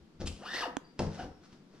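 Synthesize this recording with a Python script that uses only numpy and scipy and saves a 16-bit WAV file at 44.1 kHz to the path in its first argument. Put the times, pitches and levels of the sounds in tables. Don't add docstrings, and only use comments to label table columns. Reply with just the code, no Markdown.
import sys
import numpy as np
from scipy import signal
from scipy.fft import rfft, irfft
from scipy.io import wavfile
from scipy.ndimage import map_coordinates

SR = 44100
rng = np.random.default_rng(int(sys.argv[2]) if len(sys.argv) > 2 else 0)


def generate_wav(signal):
    frames = np.transpose(np.atleast_2d(signal))
    scaled = np.clip(frames, -1, 1) * 32767
    pcm = np.round(scaled).astype(np.int16)
    wavfile.write(sys.argv[1], SR, pcm)


N = 79380

# (frequency [Hz], gain [dB])
ROOM_TONE_EQ = [(25, 1.5), (60, -17.5), (110, -18), (155, 7), (330, 2), (600, -11.5), (2600, -24),
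                (4700, -25), (15000, -49.5)]
# (peak time [s], rise [s], t60 [s], level [dB])
ARM_SHAKES = [(.02, .03, 0.091, -55.5), (.25, 0.04, 0.42, -41.5), (.345, 0.11, 0.11, -51.5),
              (.62, 0.018, 1, -59.5), (1.07, 0.037, 0.19, -38.5), (1.28, 0.085, 0.4, -52)]
SKIN_RUBS = [(.214, 0.013, 0.097, -49.5), (1.01, 0.021, 0.25, -50), (1.145, 0.045, 0.16, -56),
             (1.215, 0.053, 0.23, -56), (1.46, 0.035, 0.053, -63.5), (1.535, 0.046, 0.24, -65.5),
             (1.76, .05, 0.37, -67)]
GRAB_SWIPES = [(.266, 0.0067, 0.018, -42), (.2745, 0.0042, 0.049, -33), (.292, 0.0062, 0.95, -55)]
# (frequency [Hz], gain [dB])
SHAKE_EQ = [(25, 2), (90, 13.5), (130, -11.5), (300, -58.5)]
RUB_EQ = [(700, -0.5), (1400, 5.5), (2200, -3.5), (5600, -0.5), (7500, -13.5), (11000, -23), (15000, -39)]
SWIPE_EQ = [(1300, -7.5), (2000, -8.5), (2800, 3.5), (3800, -2.5), (5000, -2), (9000, -9), (15000, -37)]
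# (frequency [Hz], level [dB], t60 [s])
HULL_MODES = [(91.9, -2.5, 0.41), (140.3, -0.5, 0.6), (204.9, -2, 0.77), (253, -3, 0.22), (359.8, 3, 0.13),
              (497, -2, 0.22), (704, -2.5, 0.11), (774, -8.5, 0.1), (1050, -10, 0.26), (1318, -12.5, 0.28),
              (1550, -13.5, 0.13)]
# (time [s], strength [dB], nominal contact [ms], click level [dB])
HULL_KNOCKS = [(.199, -49.5, 1.56, -72), (.216, -48, 0.74, -64), (.243, -48.5, 1.25, -68),
               (.268, -52.5, 2.2, -54), (0.992, -37.5, 0.26, -30), (1.001, -47, 0.35, -52),
               (1.02, -49.5, 2.2, -53), (1.066, -42.5, 1.8, -48), (1.193, -52, 0.65, -59),
               (1.228, -50, 1.18, -60), (1.528, -64, 0.92, -56.5), (1.733, -65, 0.92, -71)]
# (frequency [Hz], gain [dB])
THUD_EQ = [(30, -9), (100, -5.5), (170, -0.5), (480, 0), (950, -3.5), (1400, -18), (15000, -60)]
CLICK_EQ = [(300, 4.5), (2500, 8.5), (4000, 2), (5200, 8), (11000, -17), (15000, -47)]
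# (time [s], rib rate [Hz], drive [dB])
LONG_PULL = [(.39, 200.2, -53), (.412, 368, -50), (.443, 900, -48.5), (.455, 1261, -41), (.48, 1540, -42),
             (.508, 1850, -44.5), (.545, 1880, -34.5), (.572, 2020, -35), (.615, 1721, -34.5),
             (.63, 1133, -35), (.652, 739, -39), (.678, 291.7, -43), (.715, 199.6, -53.5), (.76, 119, -57)]
SHORT_PULL = [(1.17, 660, -58), (1.194, 743.7, -45.5), (1.225, 723.4, -48), (1.255, 350, -53.5),
              (1.34, 197.3, -66)]
# (frequency [Hz], gain [dB])
HANDLE_EQ = [(110, -12), (220, -2.5), (1850, -1.5), (2150, -10.5), (2520, -6), (2900, 5), (3400, -5),
             (3620, -0.5), (3900, -6.5), (4400, 2.5), (5800, -3.5), (6600, -12.5), (15000, -24)]
# (frequency [Hz], gain [dB])
TICK_EQ = [(500, -9), (1450, 5), (2400, -3.5), (3300, 0.5), (3900, -8.5), (5500, -10.5), (6200, -1),
           (7000, -5), (7600, -12), (15000, -28)]
# (peak time [s], swell [s], pitch [Hz], level [dB])
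CORD_SQUEAKS = [(.868, 0.046, 4700, -65.5), (1.34, 0.07, 5420, -71.5)]
# (frequency [Hz], left over right [dB])
PORT_BALANCE = [(60, 4), (1300, 1), (3500, 3.5), (8000, -0.5), (15000, -2)]

GRAIN_DB, GRAINS_PER_S, SLIPS_PER_S = 3, 900, 160
ROOM_T60_S, ROOM_TREBLE_T60_S, PREDELAY_S = 0.47, 0.29, .004


def undb(db):
    return 10 ** (np.asarray(db) / 20)


def clock():
    return np.arange(N) / SR


def unit(x):
    return x / np.sqrt(np.mean(x ** 2) + 1e-20)


def noise():
    return rng.standard_normal(N)


def through(x, response):
    return signal.fftconvolve(x, response)[:N]


def butter(x, hz, kind, order=2):
    return signal.sosfilt(signal.butter(order, hz, kind, fs=SR, output="sos"), x)


def colour(x, points):
    hz, db = np.array(points, float).T
    bins_hz = np.maximum(np.arange(N + 1) * SR / (2 * N), 1)
    gain = undb(np.interp(np.log(bins_hz), np.log(np.sort(hz)), db))
    cepstrum = irfft(np.log(gain))
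    cepstrum[1:N] *= 2
    cepstrum[N + 1:] = 0
    return irfft(rfft(x, 2 * N) * np.exp(rfft(cepstrum)))[:N]


def walk(rate):
    return unit(np.interp(clock() * rate, np.arange(N), noise()))


def fade(start, t60):
    age = clock() - start
    return (age >= 0) * np.exp(-np.log(1000) * np.maximum(age, 0) / t60)


def ring(start, hz, t60):
    return fade(start, t60) * np.sin(2 * np.pi * hz * (clock() - start))


def grit():
    return unit(noise() * undb(GRAIN_DB * walk(GRAINS_PER_S)))


def diffuse():
    side = butter(noise(), 1050, "high", order=1)
    mid = noise()
    return np.array([mid + side, mid - side]) / np.sqrt(2)


def in_room(x, wet_db):
    wash = butter(diffuse(), 176, "high")
    low = butter(wash, 2200, "low")
    tail = low * fade(PREDELAY_S, ROOM_T60_S) + (wash - low) * fade(PREDELAY_S, ROOM_TREBLE_T60_S)
    return x + undb(wet_db) * np.array([through(x, side) for side in unit(tail) / np.sqrt(N)])


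def room_tone(level_db=-59):
    level = undb(level_db + 0.28 * walk(24))
    return level * unit(np.array([colour(side, ROOM_TONE_EQ) for side in diffuse()]))


def strokes(rows, eq):
    t = clock()
    envelope = 0
    for peak, rise, t60, db in rows:
        swell = np.exp(-((t - peak) / rise) ** 2)
        envelope += undb(db) * np.where(t < peak, swell, fade(peak, t60))
    return envelope * unit(colour(grit(), eq))


def handling():
    rubs = in_room(strokes(SKIN_RUBS, RUB_EQ), wet_db=-0.5)
    swipes = in_room(strokes(GRAB_SWIPES, SWIPE_EQ), wet_db=-6.5)
    return rubs + swipes + strokes(ARM_SHAKES, SHAKE_EQ)


def hull_ring():
    return sum(undb(db) * ring(0, hz, t60) for hz, db, t60 in HULL_MODES)


def burst(start, eq, t60, push=(1.,)):
    source = noise()
    tone = lambda x: colour(through(x, np.array(push)), eq)
    return tone(source * fade(start, t60)) / np.std(tone(source))


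def hull_knocks(thud_boost_db=7.5):
    t, hull = clock(), hull_ring()
    out = 0
    for start, db, contact_ms, click_db in HULL_KNOCKS:
        push = t * fade(0, contact_ms / 1000 * np.pi)
        push /= push.sum()
        thud = undb(thud_boost_db) * burst(start, THUD_EQ, t60=0.23, push=push)
        ringing = np.interp(t - start, t, through(push, hull), left=0)
        click = burst(start, CLICK_EQ, t60=0.022)
        out += undb(db) * (thud + ringing) + undb(click_db) * click
    return out


def cord_pull(curve, hull_db, scatter_db=5, scrape_db=-2.5, drag_db=-10.5):
    times, hz, db = np.array(curve, float).T
    rib_hz = np.interp(clock(), times, hz)
    drive = undb(np.interp(clock(), times, db, left=-120, right=-120))
    jitter = .075 * walk(600)
    slip = .035 * walk(SLIPS_PER_S)
    phase = 2 * np.pi * np.cumsum(rib_hz * (1 + jitter + slip)) / SR
    overtones = sum(undb(-7.5 - 5.5 * k) * np.sin((k + 2) * phase) for k in range(8))
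    flutter = undb(scatter_db * np.tanh(walk(SLIPS_PER_S)))
    buzz = unit((np.sin(phase) + overtones) * flutter)
    scrape = undb(scrape_db) * (rib_hz / 1893) ** 0.73 * grit()
    scrape *= 1 + 0.73 * np.cos(phase)
    drag = undb(drag_db) * unit(butter(grit(), 1500, "low"))
    handle = colour(drive * (buzz + scrape + drag), HANDLE_EQ)
    body = through(np.gradient(handle), hull_ring())
    return handle + np.std(handle) * undb(hull_db) * unit(body)


def cord_snap(start=.7686, rebound_s=.00122, pop_hz=780):
    steps = 1. * (clock() >= start) + undb(-5) * (clock() >= start + rebound_s)
    tick = colour(np.diff(steps, prepend=0), TICK_EQ)
    tick = undb(-21) * tick / np.abs(tick).max()
    pop = -undb(-15) * ring(start, pop_hz, t60=0.0059)
    twang = undb(-20) * ring(start + 1 / (2 * pop_hz), hz=275.6, t60=0.04)
    body = butter(twang + pop, 2 * pop_hz, "low")
    panned = np.array([undb(-30) * body, body])
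    return in_room(tick, wet_db=-16.5) + panned


def cord_squeaks(waver=.016):
    out = 0
    for peak, swell, hz, db in CORD_SQUEAKS:
        phase = 2 * np.pi * np.cumsum(hz * (1 + waver * walk(GRAINS_PER_S))) / SR
        envelope = np.exp(-((clock() - peak) / swell) ** 2)
        out += undb(db + GRAIN_DB * walk(SLIPS_PER_S)) * envelope * np.sin(phase)
    return out


def scene():
    pulls = cord_pull(LONG_PULL, hull_db=-12.5) + cord_pull(SHORT_PULL, hull_db=-7)
    cord = in_room(pulls + cord_squeaks(), wet_db=-4.5)
    hands = handling()
    knocks = in_room(hull_knocks(), wet_db=-3.5)
    return cord + hands + knocks + cord_snap() + room_tone()


def record(dry, lag_s=3.3e-5, top_hz=15200):
    delayed = map_coordinates(dry[0], [(clock() - lag_s) * SR])
    left = colour(delayed, [(hz, db / 2) for hz, db in PORT_BALANCE])
    right = colour(dry[1], [(hz, -db / 2) for hz, db in PORT_BALANCE])
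    high_cut = signal.ellip(8, .2, 70, top_hz, fs=SR, output="sos")
    return signal.sosfilt(high_cut, np.array([left, right]))


dry = scene()
out = record(dry)
generate_wav(out)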